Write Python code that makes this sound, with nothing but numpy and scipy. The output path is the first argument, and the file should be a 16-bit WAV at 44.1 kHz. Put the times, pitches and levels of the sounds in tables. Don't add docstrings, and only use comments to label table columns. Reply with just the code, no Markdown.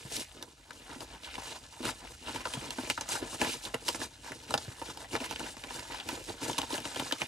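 import sys
import numpy as np
from scipy import signal
from scipy.fft import rfft, irfft, next_fast_len
from scipy.io import wavfile
from scipy.ndimage import uniform_filter1d

SR = 44100
rng = np.random.default_rng(int(sys.argv[2]) if len(sys.argv) > 2 else 0)


def write(x):
    x = np.atleast_2d(x).T
    wavfile.write(sys.argv[1], SR, np.round(np.clip(x, -1, 1) * 32767).astype(np.int16))


N = 320607

# time in seconds, level in dB.
BASS_SWELL = [(0.0, -59.5), (0.79, -67), (1.07, -58), (6.72, -60), (7.27, -78)]
# frequency in Hz, relative level in dB per Hz.
HISS_COLOUR = [(70, 11.5), (130, 13), (200, -48), (800, -14), (8000, -32)]
HISS_DB = -73.5

# start in seconds, level in dB before a common boost, pitch in Hz it settles to.
THUMPS = [(0.05, -45, 127), (0.114, -45, 432), (0.156, -48, 430), (0.958, -45, 252), (1.803, -39, 250),
          (2.568, -35.5, 135), (2.7826, -32, 257), (3.216, -40, 283), (3.408, -39.5, 402),
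          (3.738, -35.5, 427), (4.679, -41, 104), (5.147, -37, 390), (6.727, -35, 283), (6.962, -38, 382)]

# frequency in Hz before the shape shifts it, width in Hz, level in dB.
POUCH_MODES = [(83, 87, -3), (127, 54, 1), (276, 83, 1), (452.4, 81, 1), (640, 350, -9.5)]
MOUTH_HZ, MOUTH_WIDTH_HZ = 850, 150

# start in seconds, level in dB, pitch of the buckling facet in Hz,
# treble of the crack in dB and push on the pouch in dB (both relative to the level, before common trims).
SNAPS = [(0.1659, -30.5, 5100, 9, -32), (0.426, -37, 1430, 8, -11), (0.7071, -32, 1280, -47, -15),
         (1.0056, -31, 3340, -29, -10.5), (1.341, -34.5, 2520, -25, -23), (1.354, -31.5, 2230, -30, -32),
         (1.38, -43.5, 1210, -20, 11), (1.8523, -29, 1270, 3, -33), (2.36, -27.5, 2760, -16, -11.5),
         (2.454, -26, 1390, -43, -3.5), (2.471, -30, 1200, -33, -7), (2.537, -21.5, 2720, -10, -23),
         (2.706, -23, 3080, 5, -21), (2.785, -31.5, 1110, -14, 0), (2.9, -14, 2580, -0.5, -15.5),
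         (2.977, -24.5, 1290, -12, -6.5), (3.01, -21, 5300, -5.5, -15.5), (3.0891, -22.5, 6750, -19, -14),
         (3.415, -14.5, 2220, -4.5, -9), (3.448, -25.5, 2010, -16, -7), (3.6516, -25, 4160, -7, -21),
         (3.743, -19.5, 2580, 0.5, -10.5), (3.882, -22, 2060, 3, -11.5), (3.887, -27, 3560, 9.5, -1),
         (3.9462, -30.5, 2000, -12, -3), (4.0158, -28.5, 2000, -12, -2.5), (4.319, -27, 1680, -5, -10),
         (4.507, -29, 1370, 4, -7), (4.5399, -21, 3120, 4, 2.5), (4.577, -20.5, 4350, -14, -13.5),
         (4.816, -41, 1390, -13, 9), (4.973, -37, 2850, 3.5, -2.5), (5.132, -26, 2410, -3, -14),
         (5.1522, -21.5, 1970, -25, -5.5), (5.163, -26, 3400, -8, -10), (5.2025, -30, 2600, -8, -18),
         (5.3102, -26.5, 2930, 5, -6.5), (5.325, -28.5, 2800, -11, -6.5), (5.3597, -27.5, 2970, -28, -38),
         (5.395, -35, 3130, 4, -8), (5.568, -34.5, 910, -20, -7), (5.6378, -28.5, 2210, -20, -10),
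         (5.706, -36, 2830, -9, 0.5), (5.794, -38.5, 5870, 3, -25), (5.946, -32.5, 2960, 0, -24),
         (6, -28.5, 3440, -12, -33), (6.0888, -23, 2500, 5, -9), (6.299, -43, 955, -6, 8),
         (6.416, -38.5, 5700, 1, 0), (6.4972, -20, 850, -6, -14), (6.531, -27.5, 3460, -7, -26),
         (6.581, -25, 4000, 4.5, -8), (6.5854, -22.5, 3520, 5, -4), (6.6166, -22.5, 3300, -14, -16),
         (6.631, -32.5, 1290, -20, 0), (6.704, -33.5, 4470, -8, -0.5), (6.741, -25, 4250, -6, -6.5),
         (6.779, -25.5, 3340, -3, -9), (6.8025, -33, 2500, 3.5, -10), (6.8529, -27.5, 2820, -12, -5.5),
         (6.946, -29, 3150, -4, -25), (6.9599, -24.5, 3200, -4, -9), (6.997, -20.5, 3500, -2.5, -10.5),
         (7.1113, -26, 1580, -14, -21), (7.123, -16.5, 3180, -7, -10), (7.217, -19.5, 2300, -11, -9.5)]

# sliding fizz in dB, broad folds in dB, pouch flexing in dB.
HAND_STROKES = [(0.125, 0.089, -45, 7.5, -7, -2.5), (.37, 0.061, -55.5, 0.5, 1, 6.5),
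                (0.893, 0.055, -54, -19, 7.5, -8), (1.01, 0.016, -57, 2.5, 7, 9),
                (1.1, 0.063, -52.5, -27, 3, -8), (1.245, 0.11, -44, -8.5, -8.5, -16),
                (1.4, 0.16, -47.5, 0.5, -0.5, -7), (1.856, 0.033, -36, 0.5, 1, -5),
                (2.05, 0.017, -49, -5, 3.5, -2), (2.274, 0.1, -43.5, -3.5, 0.5, -2.5),
                (2.58, 0.16, -50, -15, 1.5, -7), (2.8, 0.11, -46, 3, -1, -1),
                (3.106, 0.055, -39.5, 4, -0.5, -4.5), (3.23, 0.0082, -51, -2, 3, 10.5),
                (3.329, 0.017, -46.5, 5.5, 1, 1), (3.421, 0.12, -37, -1, -5.5, -11),
                (3.65, 0.018, -45.5, 7, 0, -1.5), (3.865, 0.094, -51, 8.5, 2.5, 1),
                (4.004, 0.045, -46, 4.5, 0.5, -4.5), (4.248, 0.074, -52.5, 2, 3.5, -0.5),
                (4.499, 0.035, -49, 1, -15, 3.5), (4.854, 0.059, -50, 3, 1.5, 0),
                (5.015, 0.034, -51, 3, 5.5, -2), (5.139, 0.0056, -41.5, -0.5, -6, 0.5),
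                (5.214, 0.05, -40.5, -4, -3.5, -8.5), (5.315, 0.0018, -36.5, -5, -9, -4),
                (5.4, 0.093, -44, -2, -3, -3), (5.712, 0.097, -46, 1.5, 0, -6),
                (5.911, 0.098, -45.5, -3.5, -0.5, -9.5), (6.084, 0.075, -44, 0.5, -2, 3.5),
                (6.287, 0.029, -45.5, 2.5, -5, 4.5), (6.426, 0.1, -45, 5, -1.5, 0),
                (6.56, 0.095, -44.5, -3, -4, -14), (6.717, 0.042, -42, 4, -2, -13),
                (6.86, 0.07, -48, 2, 1.5, -3), (6.97, 0.13, -44.5, 1, -1, -1.5),
                (7.21, 0.029, -41.5, -1.5, -5.5, -7)]
RISE_DB_PER_S, FALL_DB_PER_S = 402, 401
SAG_DB_PER_S = 12

# time in seconds, level in dB before fizz and folds are trimmed.
RUSTLE = [(0, -53.5), (.56, -65), (.8, -55.5), (1.6, -61), (2.2, -56), (2.5, -50), (3.0, -53), (3.6, -54),
          (4.17, -60.5), (4.65, -51), (4.96, -59.5), (5.6, -54), (6.37, -55), (7.27, -51.5)]
RUSTLE_FIZZ_DB, RUSTLE_FOLDS_DB, RUSTLE_FLEX_DB = 2, -1.5, -3.5

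# frequency in Hz, level in dB.
FILM_COLOUR = [(500, -6), (1200, -15.5), (2100, -4.5), (3500, -3.5), (6000, -11.5), (9000, -16.5),
               (11500, -21.5)]
# frequency in Hz, level in dB.
MID_COLOUR = [(12200, 0), (12900, -33), (16000, -25)]
# frequency in Hz, level in dB.
SIDE_COLOUR = [(60, -24), (180, -20), (400, -11.5), (800, -7.5), (1400, -8.5), (2300, -2.5), (6500, -11.5),
               (11000, 1)]
EDGE_HZ = 15900


def gain_of(db):
    return 10 ** (np.asarray(db) / 20)


def decay(t, t60):
    return gain_of(-60 * t / t60)


def evened(x):
    return x / np.sqrt(np.mean(x ** 2) + 1e-20)


def peaked(x):
    return x / abs(x).max()


def follow(rows):
    s, *columns = np.transpose(rows)
    return [np.interp(np.arange(N) / SR, s, c) for c in columns]


def read(points, hz):
    f, value = np.transpose(points)
    return np.interp(np.log(hz + 1), np.log(f + 1), value)


def coloured(x, points):
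    size = next_fast_len(N)
    gains = gain_of(read(points, np.fft.rfftfreq(size, 1 / SR)))
    return irfft(rfft(x, size) * gains, size)[..., :N]


def ring(x, hz, width):
    r = np.exp(-np.pi * width / SR)
    feedback = [1, -2 * r * np.cos(2 * np.pi * hz / SR), r * r]
    return (1 - r * r) / 2 * signal.lfilter([1, 0, -1], feedback, x)


def rumble():
    deep_noise, hiss_noise = rng.standard_normal((2, N))
    deep = ring(ring(deep_noise, 46.2, 10.2), 94, 96)
    hiss = evened(coloured(hiss_noise, HISS_COLOUR))
    return gain_of(follow(BASS_SWELL)[0]) * evened(deep) + gain_of(HISS_DB) * hiss


def scatter(x, t60):
    t = np.arange(3000) / SR
    taps = rng.choice([-1., 1.], len(t)) * (rng.random(len(t)) < .07) * decay(t, t60)
    return signal.oaconvolve(x, taps / np.linalg.norm(taps))[:N]


def shifting_paths(x):
    z = signal.stft(x, nperseg=256, noverlap=192)[2]
    a, b = rng.standard_normal((2, *z.shape))
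    real = uniform_filter1d(uniform_filter1d(a, size=3, axis=0), size=12, axis=1)
    imaginary = uniform_filter1d(uniform_filter1d(b, size=3, axis=0), size=12, axis=1)
    turn = real + 1j * imaginary
    return signal.istft(z * turn / abs(turn), nperseg=256, noverlap=192)[1][:N]


def thumps():
    t, out = np.arange(6000) / SR, np.zeros(N + 6000)
    grit = rng.standard_normal((len(THUMPS), len(t)))
    draws = rng.uniform(-0.71, 1, (len(THUMPS), 2))
    rise = 1 - np.exp(-(t / 0.0034) ** 2)
    for (s, db, hz), (sign, wobble), noise in zip(THUMPS, draws, grit):
        turns = hz * (t + 0.0014 * (1 - np.exp(-t / 0.0024)))
        swing = np.sin(2 * np.pi * turns)
        swing += 0.68 * np.sin(2 * np.pi * (1.34 + 0.35 * wobble) * turns)
        crunch = evened(ring(noise, 2.6 * hz, 2.2 * hz)) * gain_of(-4.5) * decay(t, .06)
        envelope = gain_of(db + 8.0) * decay(t, 0.066) * rise
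        out[round(s * SR):][:len(t)] += np.sign(sign) * envelope * (swing + crunch)
    return out[:N]


def pouch(x, shape=1):
    modes = enumerate(POUCH_MODES)
    return sum((-1) ** k * gain_of(db) * ring(x, shape * hz, width) for k, (hz, width, db) in modes)


def snaps():
    t = np.arange(3000) / SR
    noise = rng.standard_normal((len(SNAPS), 2, len(t)))
    chance = rng.random((len(SNAPS), len(t)))
    broad, crack, rung = np.zeros((3, N + len(t)))
    for (s, db, hz, treble_db, push_db), (a, b), c in zip(SNAPS, noise, chance):
        at = slice(round(s * SR), round(s * SR) + len(t))
        after_clicks = a * (0.07 + 0.6 * (c < .03)) * decay(t, 0.055)
        shower = (after_clicks + 1.2 * a * decay(t, .009)) * (1 - np.exp(-t / 0.0005))
        own_click = 1.6 * np.sign(a[0]) * (np.arange(len(t)) == 40)
        shower = peaked(shower + own_click)
        push = b * decay(t, 0.054) * (1 - np.exp(-t / 0.00018))
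        shape = 0.89 + 0.22 * c[0]
        body = pouch(push, shape) + 1.6 * ring(push, shape * MOUTH_HZ, MOUTH_WIDTH_HZ)
        broad[at] += gain_of(db) * shower
        crack[at] += gain_of(db + treble_db) * decay(t, 0.06) * shower
        rung[at] += gain_of(db - 1.0) * peaked(ring(shower, hz, 0.33 * hz))
        rung[at] += gain_of(db + push_db + 3.0) * peaked(body)
    treble_filter = signal.butter(2, 4000, "high", fs=SR, output="sos")
    middle_filter = signal.butter(2, [1000, 4500], "band", fs=SR, output="sos")
    bright = signal.sosfilt(treble_filter, crack[:N])
    middle = signal.sosfilt(middle_filter, broad[:N])
    return coloured(gain_of(20.0) * bright, FILM_COLOUR) + gain_of(-1.0) * middle + rung[:N]


def clicks(per_s, spread_db, clump_db, clump):
    size_db = spread_db * np.minimum(rng.exponential(1, N), 5) + clump_db * clump
    return gain_of(size_db) * (rng.random(N) < per_s / SR) * rng.choice([-1., 1.], N)


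def facets(train, low_hz, high_hz, cycles, patchy_db, count):
    which, out = rng.integers(0, count, N), np.zeros(N)
    play = rng.standard_normal((count, N // 1000 + 2))
    play = evened(uniform_filter1d(play, size=3, axis=1))
    for k, hz in enumerate(np.geomspace(low_hz, high_hz, count)):
        active_db = patchy_db * np.interp(np.arange(N) / 1000, np.arange(play.shape[1]), play[k])
        out += ring(train * gain_of(active_db) * (which == k), hz, hz / cycles) / np.sqrt(hz)
    return out


def strokes():
    s, held, effort_db, *layers_db = np.array(HAND_STROKES).T[:, :, None]
    t = np.arange(0, N, 32) / SR
    build_db = RISE_DB_PER_S * np.maximum(s - t, 0)
    let_go_db = FALL_DB_PER_S * np.maximum(t - s - held, 0)
    tiring_db = SAG_DB_PER_S * np.maximum(t - s, 0)
    force_db = effort_db - build_db - let_go_db - tiring_db
    layer_offsets_db = np.array([[0], [RUSTLE_FIZZ_DB], [RUSTLE_FOLDS_DB], [RUSTLE_FLEX_DB]])
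    rest_db = follow(RUSTLE)[0] + layer_offsets_db
    powers = [(gain_of(force_db + db) ** 2).sum(0) for db in [0, *layers_db]]
    worked = [np.interp(np.arange(N) / SR, t, power) for power in powers]
    return np.sqrt(worked + gain_of(rest_db) ** 2)


def kneading():
    effort, slide, bend, squeeze = strokes()
    fading = np.exp(-np.arange(2000) / (0.013 * SR))
    slips = rng.standard_normal((5, N)) * (rng.random((5, N)) < 150 / SR)
    shared_slips = 0.63 * slips[0] + slips[1:]
    clump = np.clip(evened(signal.oaconvolve(shared_slips, fading[None], axes=1)[:, :N]), -2, 2)

    creases = facets(clicks(2600, 2.6, 1.5, clump[0]), 1700, 5600, 7.0, 3.5, count=12)
    fizz = facets(clicks(6000, 1.65, 2.56, clump[1]), 6270, 14800, 3.1, 2.9, count=12)
    ticks = facets(clicks(150, 2.4, 1.0, clump[0]), 1200, 7800, 3.0, .1, count=10)
    film = effort * evened(creases) + slide * gain_of(12.0) * evened(fizz)
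    film += effort * gain_of(-2.5) * evened(ticks)

    flips = clicks(600, 1.5, 3.5, clump[2])
    gape = clump[3] > 0
    mouth = ring(flips * gape, 1.1 * MOUTH_HZ, MOUTH_WIDTH_HZ)
    mouth += ring(flips * ~gape, 0.9 * MOUTH_HZ, MOUTH_WIDTH_HZ)
    folds = evened(facets(flips, 680, 1900, 9.0, 2.5, count=8)) + 0.8 * evened(mouth)

    bends = clicks(750, 2.74, 4.9, clump[3])
    taut = clump[1] > 0
    flex = pouch(bends * taut, 1.05) + pouch(bends * ~taut, 0.94)
    low = bend * gain_of(-2.5) * evened(folds) + squeeze * evened(flex)
    return coloured(film, FILM_COLOUR) + low


def scene():
    bag = kneading() + snaps() + thumps()
    air = bag + gain_of(-7.5) * scatter(bag, 0.079) + rumble()
    lag = signal.hilbert(air, next_fast_len(N)).imag[:N]
    mid = coloured(air, MID_COLOUR)
    side = coloured(0.62 * lag + 1.21 * shifting_paths(air), SIDE_COLOUR)
    return np.array([mid + side, mid - side])


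def record(dry):
    dry = signal.sosfilt(signal.butter(6, 37, "high", fs=SR, output="sos"), dry)
    band_limit = signal.firwin(511, EDGE_HZ, window=("kaiser", 9), fs=SR)
    return signal.oaconvolve(dry, band_limit[None], "same")


dry = scene()
out = record(dry)
write(out)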